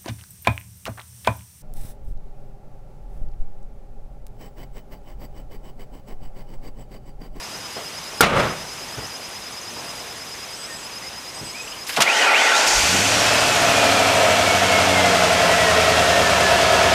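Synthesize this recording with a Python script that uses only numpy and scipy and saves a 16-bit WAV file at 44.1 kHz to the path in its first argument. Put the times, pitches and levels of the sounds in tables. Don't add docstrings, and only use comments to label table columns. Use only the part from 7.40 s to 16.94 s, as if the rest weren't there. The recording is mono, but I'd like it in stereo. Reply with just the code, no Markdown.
import sys
import numpy as np
from scipy import signal
from scipy.fft import rfft, irfft, next_fast_len
from scipy.io import wavfile
from scipy.ndimage import uniform_filter1d, map_coordinates

SR = 44100
rng = np.random.default_rng(int(sys.argv[2]) if len(sys.argv) > 2 else 0)


def dump_mix(stems):
    frames = np.atleast_2d(stems).T
    limited = np.clip(frames, -1, 1)
    pcm = np.round(limited * 32767).astype(np.int16)
    wavfile.write(sys.argv[1], SR, pcm)


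def decibels_to_gain(level_db):
    exponent = np.asarray(level_db, float) / 20
    return 10 ** exponent


N = 420713
T = np.arange(N) / SR


def unit(x):
    return x / np.sqrt(np.mean(x ** 2) + 1e-20)


def curves(rows, outside=None):
    s, *cols = np.transpose(rows)
    return [np.interp(T, s, c, outside, outside) for c in cols]


def swells(rows):
    slopes = []
    for s, db, rise, fall in rows:
        slopes.append(db - np.where(T < s, abs(rise) * (s - T), abs(fall) * (T - s)))
    return np.max(slopes, axis=0)


def wobble(rate):
    return map_coordinates(rng.standard_normal(int(N * rate / SR) + 4), [T * rate])


def filtered(x, response):
    m = next_fast_len(len(x) + 8192)
    return irfft(rfft(x, m) * response(np.fft.rfftfreq(m, 1 / SR)), m)[:len(x)]


def colour(points):
    f, db = np.transpose(points)
    return lambda hz: decibels_to_gain(np.interp(np.log(hz + 1), np.log(f + 1), db))


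def ringing(modes):
    def response(f):
        total = 0
        for k, (centre, width, db) in enumerate(modes):
            damping = 1j * f * width
            total = total + (-1) ** k * decibels_to_gain(db) * damping / (centre * centre - f * f + damping)
        return total
    return response


def lift(hz, modes):
    return sum(db / (1 + (2 * (hz - centre) / width) ** 2) for centre, width, db in modes)


def rush(response, patchy_db):
    z = signal.stft(rng.standard_normal(N), nperseg=512)[2]
    field = uniform_filter1d(rng.standard_normal(z.shape), size=5, axis=0)
    field = uniform_filter1d(field, size=10, axis=1)
    noise = signal.istft(z * decibels_to_gain(patchy_db * unit(field)), nperseg=512)[1][:N]
    return unit(filtered(noise, response))


def tone(hz, smear_hz):
    knots = int(len(hz) * smear_hz / SR) + 4
    a, b = (map_coordinates(rng.standard_normal(knots), [T[:len(hz)] * smear_hz]) for _ in range(2))
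    carrier = np.exp(2j * np.pi * np.cumsum(hz) / SR)
    return unit(((25 / smear_hz + a + 1j * b) * carrier).real)


def blows(rows, rise):
    out, t = np.zeros(N + SR), T[:SR // 2]
    for s, db, hz, width, t60 in rows:
        narrow, wide = ringing([(hz, width, 0)]), ringing([(hz, 3 * width, 0)])
        puff = unit(filtered(rng.standard_normal(len(t)), lambda f: narrow(f) * wide(f) / (1 + 1j * f / 9000)))
        out[round(s * SR):][:len(t)] += puff * decibels_to_gain(db - 60 * t / t60) * (1 - np.exp(-t / rise))
    return out[:N]


def whistles(rows, smear_hz):
    out = np.zeros(N)
    for start, end, first_hz, last_hz, db in rows:
        u = np.linspace(0, 1, round((end - start) * SR))
        hz = first_hz + (last_hz - first_hz) * u ** 0.68
        out[round(start * SR):][:len(u)] += decibels_to_gain(db) * np.sin(np.pi * u) ** 0.22 * tone(hz, smear_hz)
    return out


# f/Hz, level/dB [per Hz]
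YARD_COLOUR = [(15, -44), (25, -13), (129, -6.5), (281, -7.5), (945, -5), (1490, -9), (2770, -8.5),
               (4500, -13), (5010, -9), (5430, -10), (7910, -16), (10100, -18.5), (15500, -26.5)]
# t/s, level/dB
YARD_LEVEL = [(1.3, -37), (2.22, -37.5), (2.57, -36), (2.8, -37.5), (3.84, -38.5), (4.44, -38)]


def yard_air():
    level_db = curves(YARD_LEVEL)[0] + 2.0 + 0.19 * wobble(4.4)
    return decibels_to_gain(level_db) * rush(colour(YARD_COLOUR), patchy_db=1.06)


# start t/s, length t/s, first f/Hz, last f/Hz, level/dB
CHIRP_SYLLABLES = [
    (0, .019, 5065, 5030, -35),
    (.019, .022, 4930, 4820, -35),
    (.041, .033, 5075, 5075, -31),
]


def near_cricket():
    since = (T + .014) % .10683
    chirps = 0
    for start, length, first_hz, last_hz, db in CHIRP_SYLLABLES:
        u = np.clip((since - start) / length, 0, 1)
        hz = first_hz + (last_hz - first_hz) * u + 25 * wobble(300)
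        chirps = chirps + decibels_to_gain(db) * np.abs(np.sin(np.pi * u)) ** 0.23 * np.sin(2 * np.pi * np.cumsum(hz) / SR)
    return decibels_to_gain(-2.0 + .8 * wobble(5.9) + 0.64 * wobble(150)) * chirps


def beat(first, period, length):
    u = np.clip((T - first) % period / length, 0, 1)
    size_db = 0.37 * rng.standard_normal(200)[((T - first) // period).astype(int) + 1]
    return decibels_to_gain(size_db) * np.sin(np.pi * u) ** 0.96


# first t/s, period t/s, length t/s, f/Hz, level/dB
FAR_INSECTS = [(.025, .0909, .03, 6520, -45), (.05, .0935, .05, 6050, -46),
               (-.006, .1112, .014, 10300, -47)]
FAR_SMEAR = (250, 300, 10)


def far_insects():
    chorus = 0
    for (first, period, length, hz, db), smear_hz in zip(FAR_INSECTS, FAR_SMEAR):
        pulses = beat(first, period, length) * tone(np.full(N, hz), smear_hz)
        chorus = chorus + decibels_to_gain(db + 0.28 * wobble(0.55)) * pulses
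    return chorus


# t/s, level/dB, ring f/Hz, width f/Hz, t60 t/s
STEPS = [(.362, -27, 497, 700, 0.22), (.73, -29, 600, 400, .08), (1.571, -28, 100, 50, 0.22),
         (1.572, -33.5, 500, 800, 0.52), (2.35, -39, 300, 800, .9), (2.98, -36, 500, 800, .08),
         (3.97, -31, 500, 905, 0.054), (4.01, -31.5, 150, 300, 0.28)]


def footsteps():
    return blows(STEPS, .004)


# t/s, level/dB, ring f/Hz, width f/Hz, t60 t/s
LATCH = [
    (.808, -5.5, 630, 440, 0.031),
    (.8075, -5, 4000, 21000, 0.042),
    (.827, -15, 2100, 2000, .05),
    (.833, -9, 700, 900, 0.053),
]
# f/Hz, level/dB [per Hz]
PANELS = [(15, -40), (25, -10), (48, -9), (173, -0.5), (300, -10), (532, -2), (780, -7.5), (1300, -6.5),
          (1780, -13.5), (4000, -25), (5200, -50), (8800, -120)]
# f/Hz, level/dB [per Hz]
RATTLE = [(710, -40), (1200, -2), (1820, -14), (2070, -6.5), (2950, -12.5), (8980, -29.5), (15500, -46)]
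# t/s, level/dB, rise [dB/s], fall [dB/s]
PANEL_SHAKE = [
    (.832, -18, 150, 67),
    (.998, -17, 49, 104),
]
# t/s, level/dB, rise [dB/s], fall [dB/s]
RATTLE_SHAKE = [
    (.832, -17.5, 150, 135),
    (.998, -24.5, 80.5, 110),
]


def door():
    since = np.maximum(T - .8071, 0)
    ring = np.sin(2 * np.pi * 1400 * since) + .5 * np.sin(2 * np.pi * 470 * since)
    striker = -decibels_to_gain(-60 * since / .03) * ring
    lumps = decibels_to_gain(1.2 * wobble(90))
    panels = decibels_to_gain(swells(PANEL_SHAKE)) * unit(lumps * rush(colour(PANELS), patchy_db=.7))
    rattle = decibels_to_gain(swells(RATTLE_SHAKE)) * unit(lumps * rush(colour(RATTLE), patchy_db=.8))
    return striker + blows(LATCH, 0.00057) + (since > 0) * (panels + rattle)


def echoes(x):
    tail = rng.standard_normal(SR // 4) * decibels_to_gain(-60 * T[:SR // 4] / .25)
    return x + decibels_to_gain(-7.0) * signal.fftconvolve(x, tail / np.linalg.norm(tail))[:N]


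# start t/s, end t/s, first f/Hz, last f/Hz, level/dB
BIRDS = [
    (3.1, 3.46, 8300, 7770, -43.5),
    (3.94, 4.32, 8330, 7600, -44.5),
]
# start t/s, end t/s, first f/Hz, last f/Hz, level/dB
SQUEAKS = [(3.285, 3.335, 1860, 1820, -40), (3.62, 3.66, 1850, 2150, -41), (4.135, 4.178, 2130, 2550, -37),
           (4.17, 4.215, 2540, 2520, -33), (4.271, 4.287, 1900, 3400, -37), (4.322, 4.339, 2750, 3300, -38),
           (4.343, 4.35, 3400, 2750, -37)]


def animals():
    return echoes(decibels_to_gain(2.3 * wobble(30)) * whistles(BIRDS, 620) + whistles(SQUEAKS, 45))


# t/s, level/dB, ring f/Hz, width f/Hz, t60 t/s
KEY = [
    (4.465, -26.5, 4000, 4970, .16),
    (4.48, -30, 11500, 6000, 0.23),
    (4.49, -19, 2200, 2500, 0.11),
    (4.52, -29, 2500, 5000, 0.95),
]


def ignition_key():
    return blows(KEY, .005)


# t/s, level/dB, ring f/Hz, width f/Hz, t60 t/s
PLUNGER = [
    (4.562, -4, 3270, 2600, 0.06),
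    (4.569, -5.5, 795, 504, 0.12),
    (4.575, -20.5, 220, 200, 0.2),
    (4.591, -16, 1000, 600, .1),
    (4.602, -2.5, 850, 500, 0.079),
]
# t/s, level/dB, ring f/Hz, width f/Hz, t60 t/s
SOLENOID = [
    (4.604, -13.5, 3500, 4000, 0.16),
    (4.6192, -8.5, 6000, 4470, 0.043),
    (4.62, -9.5, 2500, 1200, 0.066),
    (5.15, -30, 6000, 4000, .12),
    (5.273, -19, 5400, 4920, .08),
]


def solenoid():
    return blows(PLUNGER, 0.014) + blows(SOLENOID, 0.00083)


# f/Hz, level/dB [per Hz]
GRIND = [(59, -81), (100, -49), (214, -15.5), (682, 1.5), (998, -5.5), (2690, -4.5), (7410, -22),
         (13400, -33), (14500, -41), (15500, -79)]
# f/Hz, width f/Hz, level/dB
HOUSING = [(717, 17, -12), (860, 48, 1.5), (1372, 10, 5), (1486, 27, 1), (1940, 200, -6.5),
           (2500, 63, -1.5), (4660, 45, -16), (5500, 82, -18), (8060, 57, -16.5)]
# t/s, level/dB, rise [dB/s], fall [dB/s]
GRINDING = [
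    (4.69, -18, 130, 40),
    (4.9, -16, 20, 10),
    (5.06, -15.5, 150, 26),
    (5.25, -16.5, 14, 130),
]


def starter_motor():
    ring = rush(ringing(HOUSING), patchy_db=2.0)
    grind = unit(rush(colour(GRIND), patchy_db=1.0) + 0.83 * ring) * (T > PLUNGER[-1][0])
    return decibels_to_gain(swells(GRINDING)) * grind


# start t/s, end t/s, slowest tooth f/Hz, fastest tooth f/Hz, load shed by the end [0-1]
STROKES = [
    (4.645, 4.925, 1750, 3150, .4),
    (4.92, 5.15, 1750, 3450, .85),
]


def strokes():
    tooth_hz, (speed, on, late, load) = np.full(N, 1750.), np.zeros((4, N))
    for start, end, slow_hz, fast_hz, shed in STROKES:
        u = np.clip((T - start) / (end - start), 0, 1)
        arc = np.abs(np.sin(np.pi * u))
        tooth_hz = np.maximum(tooth_hz, slow_hz + (fast_hz - slow_hz) * arc)
        speed = speed + arc
        on = on + np.clip(arc / 0.36, 0, 1) ** 2
        late = late + u % 1
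        load = load + (u % 1 > 0) * (1 - shed * u)
    return tooth_hz, speed, on, late, load


def gear_whine(tooth_hz, speed, on, late, load):
    upper = decibels_to_gain(-11.5 - 12.5 * speed) * load * tone(tooth_hz, 350)
    lower = decibels_to_gain(-16 - 20 * (1 - speed)) * late * tone(.63 * tooth_hz, 320)
    return on * (upper + lower)


# f/Hz, width f/Hz, level/dB
FREEWHEEL = [(4800, 140, 5), (5800, 560, -9), (6000, 2200, 9), (7600, 600, -12)]
# t/s, level/dB, rise [dB/s], fall [dB/s]
SPIN = [
    (5.17, -21, 250, 50),
    (5.28, -19, 300, 17),
    (5.66, -28.5, 300, 9),
]


def freewheel(speed, on):
    brush = rush(lambda hz: ringing(FREEWHEEL)(hz) / (1 + (hz / 9000) ** 4), patchy_db=.8)
    cranking = on * decibels_to_gain(-18.5 - 13.5 * (1.5 - speed))
    spinning = decibels_to_gain(swells(SPIN)) * (T < 6.5)
    return (cranking + spinning) * brush


# start t/s, end t/s, first f/Hz, last f/Hz, level/dB
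FLING = [
    (5.11, 5.22, 2963, 4420, -28),
]
# start t/s, end t/s, first f/Hz, last f/Hz, level/dB
RUN_DOWN = [
    (5.6, 6.1, 6600, 4590, -31),
    (6.0, 6.5, 8800, 4830, -35),
]


def pinion():
    return whistles(FLING, 200) + whistles(RUN_DOWN, 550)


def starter():
    tooth_hz, speed, on, late, load = strokes()
    cranking = solenoid() + starter_motor() + gear_whine(tooth_hz, speed, on, late, load)
    return cranking + freewheel(speed, on) + pinion()


# f/Hz, level/dB [per Hz]
HISS = [(1470, -10), (2500, -1), (3220, -2), (3780, -7), (7280, -8), (9730, -13.5), (10800, -19.5),
        (13500, -20.5), (15500, -33)]
# t/s, level/dB, rise [dB/s], fall [dB/s]
INTAKE = [
    (5.27, -21, 700, 200),
    (5.4, -21.5, 60, 1.5),
    (7.3, -24, 60, 0.56),
]


def intake_hiss(cycle):
    valve = 1 + 0.37 * np.exp(-(cycle % 1) / 0.2)
    return decibels_to_gain(swells(INTAKE)) * unit(valve * rush(colour(HISS), patchy_db=.6))


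# share of the cycle [0-1], level/dB
CYLINDERS = [(0, -6), (0.126, -11), (0.248, -5), (.375, -9), (.5, -17), (.625, -5), (.75, -2), (0.874, -11)]
# f/Hz, width f/Hz, level/dB
BLOCK = [(445, 40, -8), (549, 10, -2), (632, 20, 1), (694, 20, 3), (750, 26, -5), (857, 20, -6),
         (942, 14, -5), (1053, 10, -4), (1278, 16, -5), (1340, 18, -4), (1470, 30, -9), (1738, 18, -7),
         (2250, 40, -10), (2702, 28, -8), (3283, 32, -11)]
# f/Hz, level/dB [per Hz]
ROAR = [(24, -51), (40, -53), (82, -9), (135, -20), (270, -9), (326, -13), (561, -6.5), (678, -3),
        (802, -11), (1350, -8), (6000, -19.5), (7800, -32), (13200, -120)]


def roar_and_block(cycle, burn_db):
    knocks = np.zeros(N)
    for share, db in CYLINDERS:
        knocks[np.flatnonzero(np.diff(np.floor(cycle - share)))] = decibels_to_gain(db)
    gate = np.abs(filtered(knocks, lambda hz: 1 / (1 + 1j * hz / 60)))
    gate = gate / np.mean(gate)
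    pattern = rng.standard_normal(1024)
    clatter = pattern[(cycle % 1 * len(pattern)).astype(int)]
    loose = .8 * rng.standard_normal(N)
    block = unit(filtered(gate ** .2 * (clatter + loose), ringing(BLOCK)))
    roar = unit(gate ** .08 * rush(colour(ROAR), patchy_db=.8))
    block_grows = np.clip((T - 5.5) / .9, .2, 1)
    return decibels_to_gain(burn_db - 1.5) * unit(roar + decibels_to_gain(1.1 * wobble(14)) * block * block_grows)


# order [multiple of the engine cycle rate], level/dB
PIPE_ORDERS = [(3, -5), (5, -15), (7, -5), (9, -19), (10, -4), (11, 0), (12, -6), (13, -7), (14, -3),
               (17, -0.5), (18, -7), (19, 2), (20, -3), (21, 1.5), (40, 3.5)]
# f/Hz, width f/Hz, level/dB
PIPE = [(96, 32, 3), (184, 9.2, 7), (291, 17, -3.5), (450, 75, 2.5)]
# order [of the cycle rate], level/dB, mode f/Hz, width f/Hz, lift level/dB
CLEAR = [(8, -37, 95, 13, 1.5), (15.9, -47, 180.3, 36, 14), (24.23, -49, 280.4, 25, 17),
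         (21.38, -54, 281, 20, 21)]
# t/s, level/dB, ring f/Hz, width f/Hz, t60 t/s
COUGHS = [
    (5.35, -25.5, 32, 19.4, .25),
    (5.42, -30, 90, 60, .3),
    (5.43, -31, 253, 300, 0.19),
    (5.47, -25, 177, 300, 0.13),
    (5.53, -21, 300, 400, 0.18),
    (5.58, -24, 151, 250, 0.18),
]


def exhaust(cycle, cycle_hz, burn_db):
    clear = 0
    for order, db, *mode in CLEAR:
        level_db = db + 4.5 + lift(order * cycle_hz, [mode]) + .7 * wobble(6)
        clear = clear + decibels_to_gain(level_db) * np.sin(2 * np.pi * round(order) * cycle)
    clear_gain = decibels_to_gain(swells([(5.37, 0, 250, 0)]))
    lope = 0
    for order, db in PIPE_ORDERS:
        phase = 2 * np.pi * round(order) * cycle + rng.uniform(0, 2 * np.pi)
        lope = lope + decibels_to_gain(db + 2.5 * wobble(4.6)) * np.sin(phase)
    throb_gain = decibels_to_gain(burn_db - 11.5 - 7 + .9 * wobble(3.37))
    throb = throb_gain * unit(0.31 * lope + filtered(lope, ringing(PIPE)))
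    return clear_gain * clear + throb + blows(COUGHS, .006)


def fan(cycle_hz):
    blade_hz = 42 * cycle_hz
    level_db = -40.5 + lift(blade_hz, [(423, 190, 8.2)]) + 3 * wobble(5)
    return decibels_to_gain(swells([(5.85, 0, 60, 0)])) * decibels_to_gain(level_db) * tone(blade_hz, 20)


# f/Hz, width f/Hz, level/dB
BLOCK_CROSSINGS = [(2360, 84, 4), (2247, 49, 5.5), (1900, 50, 4.5), (1736, 77, 5.5)]


def alternator(firing_hz):
    whine_hz = 22.85 * firing_hz
    whine_db = swells([(5.85, -31, 150, 0)]) + lift(whine_hz, BLOCK_CROSSINGS) + 1.5 * wobble(12)
    return decibels_to_gain(whine_db) * tone(whine_hz + 18 * wobble(25), 24)


# t/s, f/Hz
FIRING = [(5.3, 30), (5.36, 40), (5.46, 80), (5.58, 97), (5.74, 110), (5.9, 113.4), (6.05, 112.6),
          (6.35, 108.6), (6.5, 105.5), (7.25, 95.5), (7.55, 93.3), (7.7, 90.5), (8.15, 84.6), (8.6, 81.4),
          (8.9, 77.4), (9.2, 74), (9.54, 73.9)]
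# t/s, level/dB
BURN = [
    (5.3, -38),
    (5.39, -39),
    (5.44, -26),
    (5.68, -23),
    (5.76, -18),
    (6.6, -18),
    (9.54, -16.5),
]


def engine():
    firing_hz = curves(FIRING)[0]
    burn_db, = curves(BURN, -120)
    cycle = np.cumsum(firing_hz) / SR / 8
    cycle_hz = firing_hz / 8
    burning = intake_hiss(cycle) + roar_and_block(cycle, burn_db) + exhaust(cycle, cycle_hz, burn_db)
    return burning + fan(cycle_hz) + alternator(firing_hz)


# t/s, depth level/dB, attack [dB/s], release [dB/s]
DUCKS = [
    (.89, 16.5, 190, 180),
    (4.64, 10, 200, 2),
]


def gain_control(quiet):
    duck_db = np.where(T < 4.6, swells(DUCKS[:1]), swells(DUCKS[1:]))
    return decibels_to_gain(-np.maximum(0, duck_db)) * quiet


def scene():
    yard = gain_control(yard_air() + near_cricket() + far_insects() + animals())
    mono = yard + footsteps() + door() + ignition_key() + starter() + engine()
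    return np.array([mono, mono])


# f/Hz, level/dB
MIC = [(20, -3), (40, 0), (13000, 0), (15000, -4), (15700, -14)]


def microphone(x):
    mono = filtered(x, colour(MIC))
    return mono / (1 + np.abs(mono / 1.02) ** 6) ** (1 / 6)


def top_cut(x):
    return signal.sosfilt(signal.butter(12, 15710, fs=SR, output="sos"), x)


def record(dry):
    mono = microphone(dry[0])
    return top_cut(np.array([mono, mono]))


dry = scene()
out = record(dry)
dump_mix(out)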